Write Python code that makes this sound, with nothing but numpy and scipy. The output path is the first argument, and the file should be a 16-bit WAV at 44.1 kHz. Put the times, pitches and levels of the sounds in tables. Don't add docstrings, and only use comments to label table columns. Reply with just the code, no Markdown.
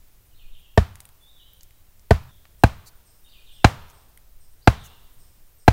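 import sys
import numpy as np
from scipy import signal
from scipy.fft import rfft, irfft, next_fast_len
from scipy.io import wavfile
from scipy.ndimage import map_coordinates

SR = 44100
rng = np.random.default_rng(int(sys.argv[2]) if len(sys.argv) > 2 else 0)


def gain_from_db(level_db):
    decades = np.asarray(level_db, float) / 20
    return 10 ** decades


def transcribe(signal):
    frames = np.atleast_2d(signal).T
    limited = np.clip(frames, -1, 1)
    pcm = np.round(limited * 32767).astype(np.int16)
    wavfile.write(sys.argv[1], SR, pcm)


N = 252252
SCENE_CHANGE = 2.312
TOP_HZ = 15800

# time in seconds, level in dB.
GUSTS = [
    (0, -54.5),
    (0.651, -52.5),
    (1.3, -55.5),
    (2.332, -51.5),
    (3.3, -53),
    (4.099, -52),
    (4.501, -54.5),
    (5.2, -51.5),
    (5.72, -56.5),
]
# frequency in Hz, density in dB per Hz.
RUMBLE_COLOUR = [(20, -22.5), (32, -0.5), (62, -4.5), (99, -10), (125, -15), (200, -22.5), (500, -60)]
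# frequency in Hz, density in dB per Hz.
LEAF_COLOUR = [(120, -30.5), (200, -6.5), (300, -3.5), (600, -6), (950, -8.5), (2200, -11), (4700, -12.5),
               (10000, -12), (16000, -8.5)]
# frequency in Hz, level in dB.
CAMERA_WHINE = [(14998, -75.5)]

# start in seconds, level in dB.
THIN_CALLS = [(.25, -68), (.575, -67), (1.205, -67), (1.555, -68), (2.575, -68), (2.95, -68), (3.232, -66),
              (4.505, -67), (5.12, -66), (5.45, -68)]
# start within the phrase in seconds, length in seconds, from Hz, to Hz, level in dB.
SONG_PHRASE = [
    (0, .028, 3680, 4950, -4),
    (.028, .042, 4485, 2555, 0.5),
    (.066, .04, 2590, 2400, -4),
    (.178, .045, 4490, 2750, 2),
    (.23, .03, 3200, 3600, -1.5),
    (0.26, .075, 3600, 2602, -4.5),
]
# start in seconds, width of the pitch swings as a ratio, level in dB.
SONG_TIMES = [
    (.34, .8, -61.5),
    (3.277, 1.0, -58),
]
# start in seconds, length in seconds, from Hz, to Hz, level in dB.
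SINGLE_SLURS = [(0.295, 0.027, 3397, 2800, -71), (1.185, 0.078, 3400, 3547, -62),
                (1.247, .075, 3450, 3896, -63.5), (1.341, 0.037, 3600, 3320, -61.5),
                (1.38, .03, 3400, 2850, -58.5), (1.36, 0.088, 3664, 3950, -66),
                (1.411, 0.08, 2902, 3200, -65.5), (2.274, 0.056, 3953, 3190, -66.5),
                (3.236, 0.023, 3575, 3770, -62), (3.246, .022, 3490, 2700, -62),
                (3.585, 0.043, 3490, 3580, -65), (4.612, 0.033, 3630, 5356, -60),
                (4.672, .065, 5030, 2905, -56), (4.751, .07, 4420, 3306, -58.5),
                (4.819, .05, 3300, 2650, -60.5)]
# time in seconds, frequency in Hz, level in dB.
CHIP_GLIDE = [
    (0, 9260, -8.5),
    (.012, 8200, -3),
    (.015, 6100, -19.5),
    (.018, 5700, -8.5),
    (.027, 4700, -6),
]
# start in seconds, level in dB.
CHIP_TIMES = [(2.582, -58), (3.048, -55), (3.512, -55), (3.922, -58), (4.393, -57), (4.793, -57),
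              (5.178, -55), (5.578, -56)]

# start in seconds, low post modes in dB, crack in dB, first click in dB.
ROCK_BLOWS = [
    (0.7746, -3, -17.5, -30.5),
    (2.1074, -1.5, -17.5, -30),
    (2.6358, -1, -15.5, -20.5),
    (3.644, -0.5, -9.5, -30.5),
    (4.6737, 0, -13, -24),
    (5.6787, 2.5, -15, -25.5),
]
# frequency in Hz, signed size, t60 in seconds, arrival in seconds.
SOIL_WAVES = [
    [(44.8, -.32, .14, .0034), (71.9, 1.02, .073, .0034), (118, -1.01, .048, .0034),
     (194, -.34, .073, .0034), (75, -.19, .14, .0355)],
    [(47.6, -.51, .081, .0042), (70, .23, .16, .0042), (98.6, .96, .082, .0042), (228, -2.6, .011, .0042),
     (125, -.13, .03, .0275)],
]
# frequency in Hz, signed size, t60 in seconds.
POST_MODES = [
    [(427, 1.11, .027), (678.3, -4.5, 0.023), (930, 1.2, 0.016), (1163, 0.46, 0.026), (1267, 0.54, 0.018),
     (1474, 1.43, 0.023), (1820, 1.42, 0.017)],
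    [(478, 9.5, 0.014), (663, 1.8, 0.025), (794, -12.5, 0.0058), (894, 1.1, 0.022), (1067, 0.5, .025),
     (1157, 0.5, .015), (1267, -0.24, 0.029), (1430, -5.5, 0.012), (1585, 5, 0.015), (2050, 0.21, 0.026),
     (2400, 0.49, 0.027), (2650, 1, 0.017), (4050, .5, .016)],
]
# lag in seconds, signed size.
KNOCK_BOUNCE = [
    (.0014, -1.5),
    (.001, 1.22),
]
# frequency in Hz, density in dB per Hz.
CRACK_COLOUR = [(500, -30), (1100, -10.5), (1700, -11), (2600, -10.5), (4400, -16), (8000, -25.5),
                (16000, -44)]
# frequency in Hz, density in dB per Hz.
TRUNK_COLOUR = [(40, -20.5), (80, -5.5), (150, -9.5), (350, -21.5), (700, -10.5), (1000, -14),
                (1500, -16.5), (2400, -22.5), (4500, -28.5), (9000, -36.5), (16000, -41)]
# frequency in Hz, t60 in seconds.
TRUNK_DECAY = [(60, 0.57), (400, 0.23), (2000, 0.26), (6000, 0.29), (15000, 0.25)]
# frequency in Hz, density in dB per Hz.
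DEEP_COLOUR = [(30, -5.5), (80, 0), (300, -23.5), (500, -22), (950, -13), (1500, -13), (3200, -21.5),
               (16000, -50)]
# frequency in Hz, t60 in seconds.
DEEP_DECAY = [(60, 0.42), (400, 1.4), (1000, 1.1), (2000, 0.72), (4000, 1.1), (15000, 0.46)]

# start in seconds, peak in dB, centre in Hz, width in octaves, woody body in dB.
GRIT_TICKS = [(0.9557, -35.5, 8430, 0.52, -6), (1.004, -27.5, 8900, 0.64, -15),
              (1.0534, -31.5, 9700, 0.33, -11.5), (1.09, -38.5, 11150, 1.6, -10), (1.49, -53, 927, .8, -14),
              (1.534, -36.5, 14500, 0.2, -28), (1.6088, -37.5, 5600, 0.38, -9.5),
              (1.6323, -33.5, 7810, 0.89, -24), (1.708, -48.5, 7320, 1.2, -1),
              (1.9954, -47.5, 6940, 0.72, -12), (2.454, -40.5, 1190, 1.1, -3), (2.623, -54, 2990, 0.55, -1),
              (3.621, -57, 3025, 0.48, 3.5), (3.9, -41.5, 9240, 0.8, -8), (4.1747, -37, 10980, 0.25, -3.5),
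              (5.671, -46, 1900, .3, -2)]
# start in seconds, length in seconds, level in dB, lowest Hz.
ROCK_GRATES = [
    (2.854, 0.046, -48, 3933),
    (3.885, .04, -59.5, 5030),
    (4.826, 0.061, -50, 5588),
    (4.902, 0.028, -67.5, 6200),
]


def unit(x):
    return x / np.sqrt(np.mean(x ** 2) + 1e-20)


def along(points, hz):
    f, value = np.transpose(points)
    return np.interp(np.log(hz + 1), np.log(f + 1), value)


def wobble(rate):
    knots = rng.standard_normal(int(N * rate / SR) + 4)
    return map_coordinates(knots, [np.arange(N) * rate / SR])


def noise(size, gain):
    m = next_fast_len(size + 4096)
    spectrum = rfft(rng.standard_normal(m)) * gain(np.fft.rfftfreq(m, 1 / SR))
    return unit(irfft(spectrum, m)[:size])


def hump(size, centre_hz, octaves):
    return noise(size, lambda f: np.exp(-.5 * (np.log2((f + 1) / centre_hz) / octaves) ** 2))


def fading(t60s, colour):
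    burst = noise(SR, lambda f: gain_from_db(along(colour, f)))
    hz, t, z = signal.stft(burst, SR, nperseg=256)
    decay = gain_from_db(-60 * t / along(t60s, hz)[:, None])
    return signal.istft(z * decay, SR, nperseg=256)[1][:SR]


def add(out, s, sound):
    part = out[round(s * SR):][:len(sound)]
    part += sound[:len(part)]


def forest():
    t = np.arange(N) / SR
    wind_db = np.interp(t, *np.transpose(GUSTS))
    rumble = noise(N, lambda f: gain_from_db(along(RUMBLE_COLOUR, f)))
    wind = gain_from_db(wind_db - 5.5 + 0.73 * wobble(4) + wobble(12)) * rumble
    pushes = gain_from_db(4 * wobble(11)) * hump(N, 10, .75)
    wind = wind + gain_from_db(wind_db + 5) * unit(pushes)

    leaves_db = -63 + 0.34 * (wind_db - wind_db.mean())
    hiss = noise(N, lambda f: gain_from_db(along(LEAF_COLOUR, f)) * (f < TOP_HZ))
    leaves = gain_from_db(leaves_db + 0.52 * wobble(2.2)) * hiss

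    fizz = noise(N, lambda f: np.exp(-.5 * ((f - 14000) / 900) ** 2) * (f < TOP_HZ))
    insects = gain_from_db(-71 + 3 * wobble(70) + wobble(4)) * fizz

    whine = np.zeros(N)
    for hz, db in CAMERA_WHINE:
        whine += gain_from_db(db + 0.5 + 1.5 * wobble(14)) * np.sin(2 * np.pi * hz * t)
    settling = gain_from_db(-42) * np.exp(-t / .005)
    return wind + leaves + insects + whine + settling


def whistle(note):
    s, hz, db = np.transpose(note)
    t = np.arange(s[0], s[-1], 1 / SR)
    phase = 2 * np.pi * np.cumsum(np.interp(t, s, hz)) / SR
    ends = np.clip(np.minimum(t - s[0], s[-1] - t) / .003, 0, 1)
    return gain_from_db(np.interp(t, s, db)) * np.sin(phase) * ends


def slur(length, from_hz, to_hz):
    ease = 1.5
    quaver, quaver_hz = .2, 45
    u = np.arange(0, length, 1 / SR) / length
    hz = from_hz + (to_hz - from_hz) * (1 - np.exp(-ease * u)) / (1 - np.exp(-ease))
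    hz = hz * (1 + quaver * length * u * np.sin(2 * np.pi * quaver_hz * length * u))
    return np.sin(np.pi * u) ** .5 * np.sin(2 * np.pi * np.cumsum(hz) / SR)


def through_trunks(x, room):
    return signal.fftconvolve(x, room / np.linalg.norm(room))[:N]


def birds():
    far, thin = np.zeros(N), np.zeros(N)
    for s, db in THIN_CALLS:
        add(thin, s, gain_from_db(db) * whistle([(0, 10090, -10.5), (.012, 9190, 1.5), (.028, 8900, 3)]))
    pivot_hz = 2480
    for start, swing, phrase_db in SONG_TIMES:
        for s, length, from_hz, to_hz, db in SONG_PHRASE:
            start_hz = pivot_hz + swing * (from_hz - pivot_hz)
            end_hz = pivot_hz + swing * (to_hz - pivot_hz)
            add(far, start + s, gain_from_db(phrase_db + db) * slur(length, start_hz, end_hz))
    for s, length, from_hz, to_hz, db in SINGLE_SLURS:
        add(far, s, gain_from_db(db) * slur(length, from_hz, to_hz))
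    for s, db in CHIP_TIMES:
        add(far, s, gain_from_db(db) * whistle(CHIP_GLIDE))
    flat = [(100, 0), (20000, 0)]
    long_tail = fading([(2500, 1.0), (9000, 0.89)], flat)
    short_tail = fading([(9000, .15)], flat)
    return gain_from_db(-6.5) * far + gain_from_db(7.5) * through_trunks(far, long_tail) + through_trunks(thin, short_tail)


def ring(t, hz, t60, rise):
    out, live = np.zeros(len(t)), (t > 0) & (t < 2 * t60)
    u = t[live]
    out[live] = np.sin(2 * np.pi * hz * u) * gain_from_db(-60 * u / t60) * (1 - np.exp(-u / rise))
    return out


def soil_thud(t, stand):
    return sum(size * ring(t - late, hz, t60, 0.00078) for hz, size, t60, late in SOIL_WAVES[stand])


def post_knock(t, stand, low_db, high_db):
    lag, bounce = KNOCK_BOUNCE[stand]
    knock = np.zeros(len(t))
    for hz, size, t60 in POST_MODES[stand]:
        db = low_db
        if hz >= 800:
            db = high_db + rng.normal(0, 2)
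            hz = hz * rng.normal(1, .015)
        both = ring(t, hz, t60, 0.0071) + bounce * ring(t - lag, hz, t60, 0.006)
        knock += size * gain_from_db(db) * both
    return knock


def stone_click(t):
    return noise(SR, lambda f: f / (f + 2500) * (f < 16200)) * gain_from_db(-60 * np.abs(t - .001) / .006)


def stone_crack(t):
    burst = noise(SR, lambda f: gain_from_db(along(CRACK_COLOUR, f)) * (f < TOP_HZ))
    crackle_db = 3 * rng.standard_normal(SR // 40 + 1).repeat(40)[:SR]
    return burst * gain_from_db(crackle_db - 60 * t / 0.037) * (1 - np.exp(-t / 0.00091))


def trunk_echo(t, near_db, deep_db):
    near = gain_from_db(near_db) * fading(TRUNK_DECAY, TRUNK_COLOUR)
    deep = gain_from_db(deep_db) * fading(DEEP_DECAY, DEEP_COLOUR)
    return (near + deep) * (1 - np.exp(-t / 0.0017))


def low_boom(t, stand):
    level_db = [-30.5, -38][stand]
    return hump(SR, 85, 0.55) * gain_from_db(level_db - 60 * t / .55) * (1 - np.exp(-t / .04))


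def blows():
    out, t = np.zeros(N), np.arange(SR) / SR
    for s, low_db, crack_db, click_db in ROCK_BLOWS:
        stand = int(s > SCENE_CHANGE)
        sharper_db = crack_db + 15
        blow = soil_thud(t, stand) + post_knock(t, stand, low_db, -2.4 + sharper_db)
        blow += gain_from_db(click_db) * stone_click(t) + gain_from_db(crack_db) * stone_crack(t)
        blow += trunk_echo(t, -27 + 0.67 * sharper_db, -43 + sharper_db)
        blow += low_boom(t, stand)
        heard = (s > SCENE_CHANGE) | (s + t < SCENE_CHANGE)
        add(out, s, heard * blow)
    return out


def grit():
    out, t = np.zeros(N), np.arange(SR // 10) / SR
    for s, db, hz, octaves, body_db in GRIT_TICKS:
        snap = hump(len(t), hz, octaves) + gain_from_db(body_db) * hump(len(t), 2100, 0.53)
        decay = gain_from_db(-60 * t / 0.008) + gain_from_db(-19.5 - 60 * t / .08)
        add(out, s, gain_from_db(db - 5.0) * snap * decay)
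    for s, length, db, start_hz in ROCK_GRATES:
        def scrape(f):
            edge = 1 / (1 + (start_hz / (f + 1)) ** 8) / (1 + f / 6000)
            peak = 1 + 1.6 * np.exp(-.5 * ((f / start_hz - 1.12) / 0.072) ** 2)
            return edge * peak
        stroke = np.sin(np.pi * np.clip(t / length, 0, 1)) ** 1.3
        add(out, s, gain_from_db(db) * noise(len(t), scrape) * stroke)
    return out


def scene():
    return (forest() + birds() + blows() + grit())[None]


def top_cut(x):
    return signal.sosfilt(signal.butter(12, 16740, fs=SR, output="sos"), x)


def record(dry):
    overloaded = dry / (1 + np.abs(dry) ** 20) ** (1 / 20)
    low_pass = signal.butter(12, 16500, fs=SR, output="sos")
    limited = signal.sosfiltfilt(low_pass, overloaded)
    return top_cut(np.clip(limited, -1, 1))


dry = scene()
out = record(dry)
transcribe(out)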